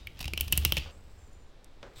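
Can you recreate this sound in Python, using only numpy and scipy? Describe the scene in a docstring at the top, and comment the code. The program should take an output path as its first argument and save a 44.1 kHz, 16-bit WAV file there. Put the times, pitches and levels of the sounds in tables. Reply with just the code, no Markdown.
"""A small knife is pushed through the bark of a hand-held log, close to the microphone in a small room.
The edge drags and crackles, and the bark breaks in sharp snaps that ring in wood and blade and thump the
bench. Just after a dull knock this sound cuts off at an edit. In a second scene the tip slices quietly
through bare wood with a thin squeak; another knock and the start of a new scrape follow.
Handling rumble and faint room tone lie underneath."""
import sys
import numpy as np
from scipy import signal
from scipy.fft import rfft, irfft
from scipy.io import wavfile
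from scipy.ndimage import uniform_filter1d

SR = 44100
rng = np.random.default_rng(int(sys.argv[2]) if len(sys.argv) > 2 else 0)


def dump_mix(stems):
    """Bounce the given channels to the path in sys.argv[1] as a 16-bit WAV at rate SR."""
    frames = np.atleast_2d(stems).T  # one column per channel
    limited = np.clip(frames, -1, 1)  # hard clip at full scale
    pcm = np.round(limited * 32767).astype(np.int16)
    wavfile.write(sys.argv[1], SR, pcm)


N = 88200
T = np.arange(N) / SR


def amp(db):
    """Decibels to gain."""
    return 10 ** (np.asarray(db) / 20)


def unit_rms(x):
    """Scales to rms 1."""
    return x / np.sqrt(np.mean(x ** 2) + 1e-20)


def unit_energy(x):
    """Scales to energy 1."""
    return x / np.sqrt(np.sum(x ** 2) + 1e-20)


def burst(x, db):
    """Gives a click the energy of three milliseconds at this level."""
    return unit_energy(x) * amp(db) * np.sqrt(.003 * SR)


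def at_hz(points, hz):
    """Interpolates a table on a log-frequency axis."""
    freqs, values = np.transpose(points)
    return np.interp(np.log(hz + 1), np.log(freqs + 1), values)


def fader(levels):
    """Gain at every sample from rows of seconds and dB."""
    return amp(np.interp(T, *np.transpose(levels)))


def add(mix, start, sound):
    """Mixes a sound in at a time in seconds."""
    part = mix[max(round(start * SR), 0):][:len(sound)]
    part += sound[:len(part)]


def colour(x, spectrum, size=8192):
    """Minimum-phase filter with the given spectrum."""
    cepstrum = irfft(np.log(amp(at_hz(spectrum, np.fft.rfftfreq(size, 1 / SR)))))
    cepstrum[1:size // 2] *= 2
    cepstrum[size // 2 + 1:] = 0
    impulse = irfft(np.exp(rfft(cepstrum)))[:size // 2]
    return signal.fftconvolve(x, impulse)[:len(x)]


def resonate(x, hz, width_hz, passes=1):
    """A band-pass resonance, steeper with each pass."""
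    for _ in range(passes):
        x = signal.lfilter(*signal.iirpeak(hz, hz / width_hz, SR), x)
    return x


def modes(table, t):
    """Dying sines of a struck body."""
    return sum(amp(db - 60 * t / t60) * np.sin(2 * np.pi * hz * t) for hz, db, t60 in table)


def slips(per_second=4000, spread_db=2.5):
    """Friction as a dense train of tiny clicks of uneven size."""
    sizes = rng.standard_normal(N) * amp(spread_db * np.minimum(rng.exponential(1, N), 4))
    return sizes * (rng.random(N) < per_second / SR)


# The edge in the bark, close up. Each row: time in seconds, level in dB.
DRAG_LEVELS = [(0, -62), (.14, -70.5), (.2, -53), (.36, -61), (.42, -51.5), (.5, -59.5), (.56, -45.5),
               (.69, -51), (.75, -48.5), (.82, -47.5), (.91, -60)]
# Its tone. Each row: frequency in Hz, gain in dB.
DRAG_SPECTRUM = [(150, 2.5), (600, -4.5), (1400, -5.5), (2100, -4), (2900, 5), (3400, 0.5), (3900, -2),
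                 (5200, -4), (7000, -12.5), (16000, -41.5)]
def bark_drag():
    """The edge drags through bark in tiny slips."""
    return unit_rms(colour(slips(), DRAG_SPECTRUM)) * fader(DRAG_LEVELS)


# Squeaks in the cut. Each row: start and length in seconds, first and last pitch in Hz, level in dB.
BLADE_SQUEAKS = [(0, 0.14, 3700, 3790, -64.5), (0.788, 0.13, 4690, 4670, -59.5),
                 (0.911, 0.11, 7470, 7900, -69.5), (1.172, 0.13, 7430, 7160, -68.5),
                 (1.308, .2, 7160, 7060, -70)]
def squeaks(width_hz=110, chatter_hz=1130, chatter_depth=.65, edge_s=.0065, sag_db_per_s=54):
    """Steel whistles unsteadily in tight wood, with side bands from its chatter and a skirt of hiss."""
    out = np.zeros(N)
    slow = signal.butter(2, width_hz / 2, fs=SR, output="sos")
    for start, length, from_hz, to_hz, db in BLADE_SQUEAKS:
        t = T[:round(length * SR)]
        noise = rng.standard_normal((4, N))
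        cos_gain, sin_gain, wobble = signal.sosfilt(slow, noise[1:])[:, -len(t):]
        phase = 2 * np.pi * np.cumsum(np.linspace(from_hz, to_hz, len(t))) / SR
        chatter_phase = 2 * np.pi * np.cumsum(chatter_hz * (1 + .053 * unit_rms(wobble))) / SR
        chatter = 1 + chatter_depth * np.cos(chatter_phase)
        whistle = unit_rms(chatter * (cos_gain * np.cos(phase) + sin_gain * np.sin(phase)))
        hiss = unit_rms(resonate(noise[0, :len(t)], from_hz, from_hz / 2, passes=2))
        gate = np.minimum(np.minimum(t, length - t) / edge_s, 1)
        add(out, start, gate * amp(db - sag_db_per_s * t) * (whistle + amp(-9) * hiss))
    return out


# Hands on log and bench, near the microphone. Each row: time in seconds, level in dB.
HANDLING_LEVELS = [(0, -51.5), (.45, -41.5), (.6, -34.5), (.8, -40), (.93, -53), (1.42, -58), (1.6, -64.5),
                   (1.92, -62.5), (2, -54)]
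# Their tone. Each row: frequency in Hz, gain in dB.
HANDLING_SPECTRUM = [(10, -18.5), (28, -4.5), (50, -6.5), (72, 3.5), (86, -2.5), (130, -14.5), (200, -21),
                     (1200, -52)]
def handling():
    """The hands make a low rumble that swells with the stroke."""
    return unit_rms(colour(rng.standard_normal(N), HANDLING_SPECTRUM)) * fader(HANDLING_LEVELS)


# Room tone at the microphone. Each row: frequency in Hz, gain in dB.
AIR_SPECTRUM = [(25, 19.5), (60, 2.5), (200, -5), (420, -5), (800, -10), (1500, -15.5), (3600, -20.5),
                (5000, -24), (16000, -47.5)]
def room_tone():
    """The still air of the room is a faint, steady, low noise."""
    return amp(-51.5) * unit_rms(colour(rng.standard_normal(N), AIR_SPECTRUM))


LEAD_S = 400 / SR  # run-up before each break
def fracture(spread_s, evenness=.6, band_hz=200):
    """Fibres give way: a faint run-up, one break, then a dying cluster of smaller ones."""
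    t = T[:2048] - LEAD_S
    run_up = amp(-18.5) * np.exp(-abs(t) / (spread_s + .00036))
    envelope = np.where(t < 0, run_up, np.exp(-abs(t) / spread_s))
    fibres = unit_energy(envelope * rng.standard_normal(len(t)) * (rng.random(len(t)) < .45))
    fibres[round(LEAD_S * SR)] += .43 * np.exp(-spread_s / .0045)
    # A partly flattened spectrum leaves the break with no pitch of its own.
    spectrum = rfft(fibres)
    power = uniform_filter1d(abs(spectrum) ** 2, round(band_hz * len(t) / SR))
    return irfft(spectrum / power ** (evenness / 2))


# Bark breaking, close up. Each row: time and spread in seconds, crack, splinter and ring levels in dB,
# ring pitch in Hz.
BARK_SNAPS = [(0.0714, 0.000067, -56, -48.5, -37.5, 2274), (0.072, 0.00055, -60.5, -55, -40, 2880),
              (0.1926, 0.0011, -45, -53, -57.5, 2700), (0.2052, 0.0025, -38.5, -51, -41, 2790),
              (0.2107, 0.004, -38.5, -41, -56, 2670), (0.228, 0.002, -39.5, -57, -43, 2570),
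              (0.243, 0.0014, -41, -60, -37, 2650), (0.2553, 0.0022, -39, -57, -43, 2580),
              (0.279, 0.0018, -39, -60, -36, 2820), (0.3357, 0.00035, -35, -45.5, -30.5, 2550),
              (0.3764, 0.0011, -34.5, -36.5, -25.5, 2850), (0.4, 0.0024, -44, -50, -45, 2880),
              (0.4095, 0.00082, -34, -21.5, -26, 2826), (.4800, 0.0021, -39.5, -47.5, -44, 2700),
              (.5250, 0.0015, -31.5, -18, -26.5, 2965), (0.5276, 0.0046, -44, -62, -24.5, 2800),
              (0.5315, 0.00095, -34.5, -50.5, -32.5, 2600), (.5761, 0.0002, -39, -20.5, -39.5, 2400),
              (0.5779, 0.0017, -33, -26.5, -29.5, 2930), (0.6505, 0.00085, -23.5, -18.5, -22, 2906),
              (0.6592, 0.00033, -38.5, -48.5, -35.5, 2800), (0.7226, 0.00024, -28.5, -22.5, -22, 3000),
              (0.769, 0.0017, -29.5, -53, -26.5, 2550), (0.7759, 0.0024, -36, -62, -27, 2860),
              (0.7812, 0.0027, -35.5, -47, -40, 2950)]
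# Tone of a crack. Each row: frequency in Hz, gain in dB.
CRACK_SPECTRUM = [(100, -13.5), (300, 4), (600, -4.5), (1100, -1), (1700, -2.5), (2400, 0.5), (3900, 5.5),
                  (5400, 4), (6800, -3), (8500, -4), (16000, -6.5)]
# Splinters along the stroke. Each row: time in seconds, band centre in Hz.
SPLINTER_CENTRES = [(.41, 12800), (.576, 11230), (.65, 14200), (.72, 15100)]
SPLINTER_HIGHPASS = signal.butter(2, 7600, "high", fs=SR)
def bark_snaps(ring_width_hz=616, overtone_ratio=1.84):
    """Each break cracks and rings briefly in the wood; its bright splinters are returned separately."""
    wood, splinters = np.zeros((2, N))
    for start, spread_s, crack_db, splinter_db, ring_db, ring_hz in BARK_SNAPS:
        crack = burst(colour(fracture(spread_s), CRACK_SPECTRUM), crack_db)
        splinter_hz = np.interp(start, *np.transpose(SPLINTER_CENTRES))
        treble = signal.lfilter(*SPLINTER_HIGHPASS, fracture(spread_s))
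        splinter = resonate(treble, splinter_hz, width_hz=4500)
        ring = resonate(fracture(spread_s), ring_hz, ring_width_hz, passes=2)
        overtone = resonate(fracture(spread_s), overtone_ratio * ring_hz, ring_width_hz)
        add(wood, start - LEAD_S, crack + burst(ring, ring_db) + burst(overtone, ring_db - 17.5))
        add(splinters, start - LEAD_S, burst(splinter, splinter_db))
    return wood, splinters


# Modes of the knife. Each row: frequency in Hz, relative level in dB, seconds to fall 60 dB.
BLADE_MODES = [(2320, 1, 0.24), (2620, -7, .3), (2810, -1.5, 0.29), (3070, -1, 0.35), (3300, -3, 0.52),
               (4740, -9.5, 0.31)]
def blade_ring(wood):
    """The breaks set the steel ringing faintly."""
    ring = signal.fftconvolve(wood, modes(BLADE_MODES, T[:SR // 2]))[:N]
    return amp(-19) * wood.std() * unit_rms(ring)


def splinter_hiss(splinters, t60=.3):
    """The splinters linger in the room as a grainy hiss that dies away after each break."""
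    decay = 1e6 ** (-T[:SR // 2] / t60)
    power = abs(signal.fftconvolve(splinters ** 2, decay / decay.sum())[:N])
    hiss = signal.lfilter(*SPLINTER_HIGHPASS, slips())
    return amp(-16.5) * np.sqrt(power) * unit_rms(hiss)


# The small room around the microphone. Each row: frequency in Hz, seconds to fall 60 dB.
ROOM_DECAY = [(200, 0.2), (3000, 0.36), (9000, 0.12), (16000, 0.26)]
def reflections(x, early_s=.0025, hand_moves_per_s=2.893):
    """Quick reflections from hands and bench, then a faint tail; both shift as the hands move."""
    out, t = np.zeros(N), T[:SR // 2]
    for k in range(3):  # three echo patterns, crossfaded in turn
        near, far = rng.standard_normal((2, len(t)))
        early = near * (rng.random(len(t)) < .2) * (t > .001) * np.exp(-t / early_s)
        early = signal.lfilter(*signal.butter(1, 6450, fs=SR), early)
        hz, times, bands = signal.stft(far * np.minimum(t / .01, 1), SR, nperseg=256)
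        decay = 1000 ** (-times / at_hz(ROOM_DECAY, hz)[:, None])
        tail = signal.istft(bands * decay, SR, nperseg=256)[1][:len(t)]
        echoes = amp(-7.5) * unit_energy(early) + amp(-13.5) * unit_energy(tail)
        share = np.sqrt(2 / 3) * np.cos(2 * np.pi * (hand_moves_per_s * T + k / 3))
        out += signal.fftconvolve(x * share, echoes)[:N]
    return out


# Jolts of the bench under the log. Each row: start in seconds, level in dB.
BENCH_JOLTS = [(0.209, -36.5), (0.2566, -30), (0.3367, -39), (.408, -34.5), (0.5363, -26.5), (0.58, -24.5),
               (0.66, -23), (0.722, -28), (0.782, -28)]
# Modes of the bench. Each row: frequency in Hz, relative level in dB, seconds to fall 60 dB.
BENCH_MODES = [(72.6, -0.5, 0.34), (106.4, -10, 0.12), (130.7, -9.5, 0.11), (300, -24, 0.18)]
def bench_thumps():
    """As the bark gives way the log jolts the bench, which booms low."""
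    out, boom = np.zeros(N), modes(BENCH_MODES, T[:SR // 2])
    for start, db in BENCH_JOLTS:
        add(out, start, amp(db) * boom)
    return signal.sosfilt(signal.butter(2, 35, "high", fs=SR, output="sos"), out)


# The deeper breaks. Each row: start in seconds, level in dB, hardness as a tilt in dB per octave.
DEEP_BREAKS = [(0.2105, -44, 7), (0.2809, -41.5, 3.5), (0.3347, -33.5, -7.5), (.377, -35, -14.5),
               (0.5242, -39, 2), (0.6487, -44.5, -8), (0.7229, -34, 2.5), (0.7696, -31.5, 0.5)]
# Modes of the log. Each row: frequency in Hz, level before the tilt in dB, seconds to fall 60 dB.
LOG_MODES = [(172.4, -1.5, 0.046), (332, -18, 0.2), (562, -6.5, .02), (761, -9.5, 0.023)]
def log_body():
    """Deep breaks knock in the body of the log; harder ones favour its higher modes."""
    out = np.zeros(N)
    for start, db, tilt_db in DEEP_BREAKS:
        struck = [(hz, mode_db + tilt_db * np.log2(hz), t60) for hz, mode_db, t60 in LOG_MODES]
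        add(out, start, burst(modes(struck, T[:SR // 5]), db))
    return out


# Dull knocks of the log, close up. Each row: start in seconds, level in dB, click level in dB.
DULL_KNOCKS = [(0.86, -51, -61), (1.829, -46.5, -48)]
# Tones of the thud and of the click. Each row: frequency in Hz, gain in dB.
THUD_SPECTRUM = [(80, -1.5), (200, -3), (540, -1.5), (720, -6), (1300, -8), (2500, -15.5), (7000, -31),
                 (16000, -65)]
CLICK_SPECTRUM = [(300, -15), (1200, -13), (2800, 5), (5000, -1), (8000, -15), (16000, -37.5)]
# The wooden note. Each row: frequency in Hz, relative level in dB, seconds to fall 60 dB.
KNOCK_MODES = [(554, -2.5, 0.28), (406, -8, 0.48)]
def dull_knocks(fast_t60=.031, tail_t60=.43):
    """The log knocks: a click, then a diffuse thud with a wooden note."""
    out, t = np.zeros(N), T[:SR // 3]
    for start, db, click_db in DULL_KNOCKS:
        fade = 1000 ** (-t / fast_t60) + amp(-.5) * 1000 ** (-t / tail_t60)
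        thud = fade * unit_rms(colour(rng.standard_normal(len(t)), THUD_SPECTRUM))
        add(out, start, amp(db) * (thud + modes(KNOCK_MODES, t)))
        click = colour(fracture(spread_s=.0012), CLICK_SPECTRUM)
        add(out, start - LEAD_S, burst(click, click_db))
    return out


# The tip in bare wood, quiet even this close. Each row: time in seconds, level in dB.
SLICE_LEVELS = [(.89, -77.5), (.915, -71.5), (1.2, -69.5), (1.42, -84), (1.8, -78), (1.952, -71),
                (1.96, -56), (2, -55)]
# Its tone. Each row: frequency in Hz, gain in dB.
SLICE_SPECTRUM = [(400, -2), (1700, -5), (2400, -1), (3050, -10), (5200, -4.5), (6700, -11), (7750, -1),
                  (9500, -17.5), (16000, -13.5)]
def wood_slice():
    """The tip slices bare wood in tiny slips, louder as the new scrape starts."""
    return unit_rms(colour(slips(), SLICE_SPECTRUM)) * fader(SLICE_LEVELS)


# Light ticks at the tip. 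Each row: time in seconds, level in dB.
TIP_TICKS = [(.909, -63.5), (1.332, -65), (1.6449, -52.5)]
# Their tone. Each row: frequency in Hz, gain in dB.
TICK_SPECTRUM = [(300, -22), (3000, -13), (6000, 2), (8500, 2), (16000, -12)]
def ticks():
    """Single fibres part under the tip."""
    out = np.zeros(N)
    for start, db in TIP_TICKS:
        tick = colour(fracture(spread_s=.0013), TICK_SPECTRUM)
        add(out, start - LEAD_S, burst(tick, db))
    return out


# The flat of the blade on bare wood. Each row: time in seconds, level in dB.
RUB_LEVELS = [(1.38, -90), (1.46, -76), (1.8, -74.5), (1.952, -79.5), (1.96, -59), (2, -57.5)]
def blade_rub():
    """Steel rubs on wood with a soft band of hiss."""
    hiss = resonate(rng.standard_normal(N), hz=3650, width_hz=1100, passes=2)
    return unit_rms(hiss) * fader(RUB_LEVELS)


def scene(edit_s=.912, edit_fade_s=.0065):
    """The sound of the bark stroke cuts off at an edit; a second scene of quiet slicing follows."""
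    wood, splinters = bark_snaps()
    wood += log_body()
    stroke = wood + splinters + blade_ring(wood) + reflections(wood)
    stroke += splinter_hiss(splinters) + bench_thumps() + bark_drag()
    before_edit = np.clip((edit_s - T) / edit_fade_s + 1, 0, 1)
    cutting = wood_slice() + blade_rub() + squeaks() + ticks()
    return (stroke * before_edit + cutting + dull_knocks() + handling() + room_tone())[None]


def record(dry):
    """One close microphone, into a recorder that passes sound up to 16.3 kHz."""
    lowpass = signal.firwin(161, 16300, window=("kaiser", 9), fs=SR)
    return signal.oaconvolve(dry, lowpass[None], "same")


dry = scene()
out = record(dry)
dump_mix(out)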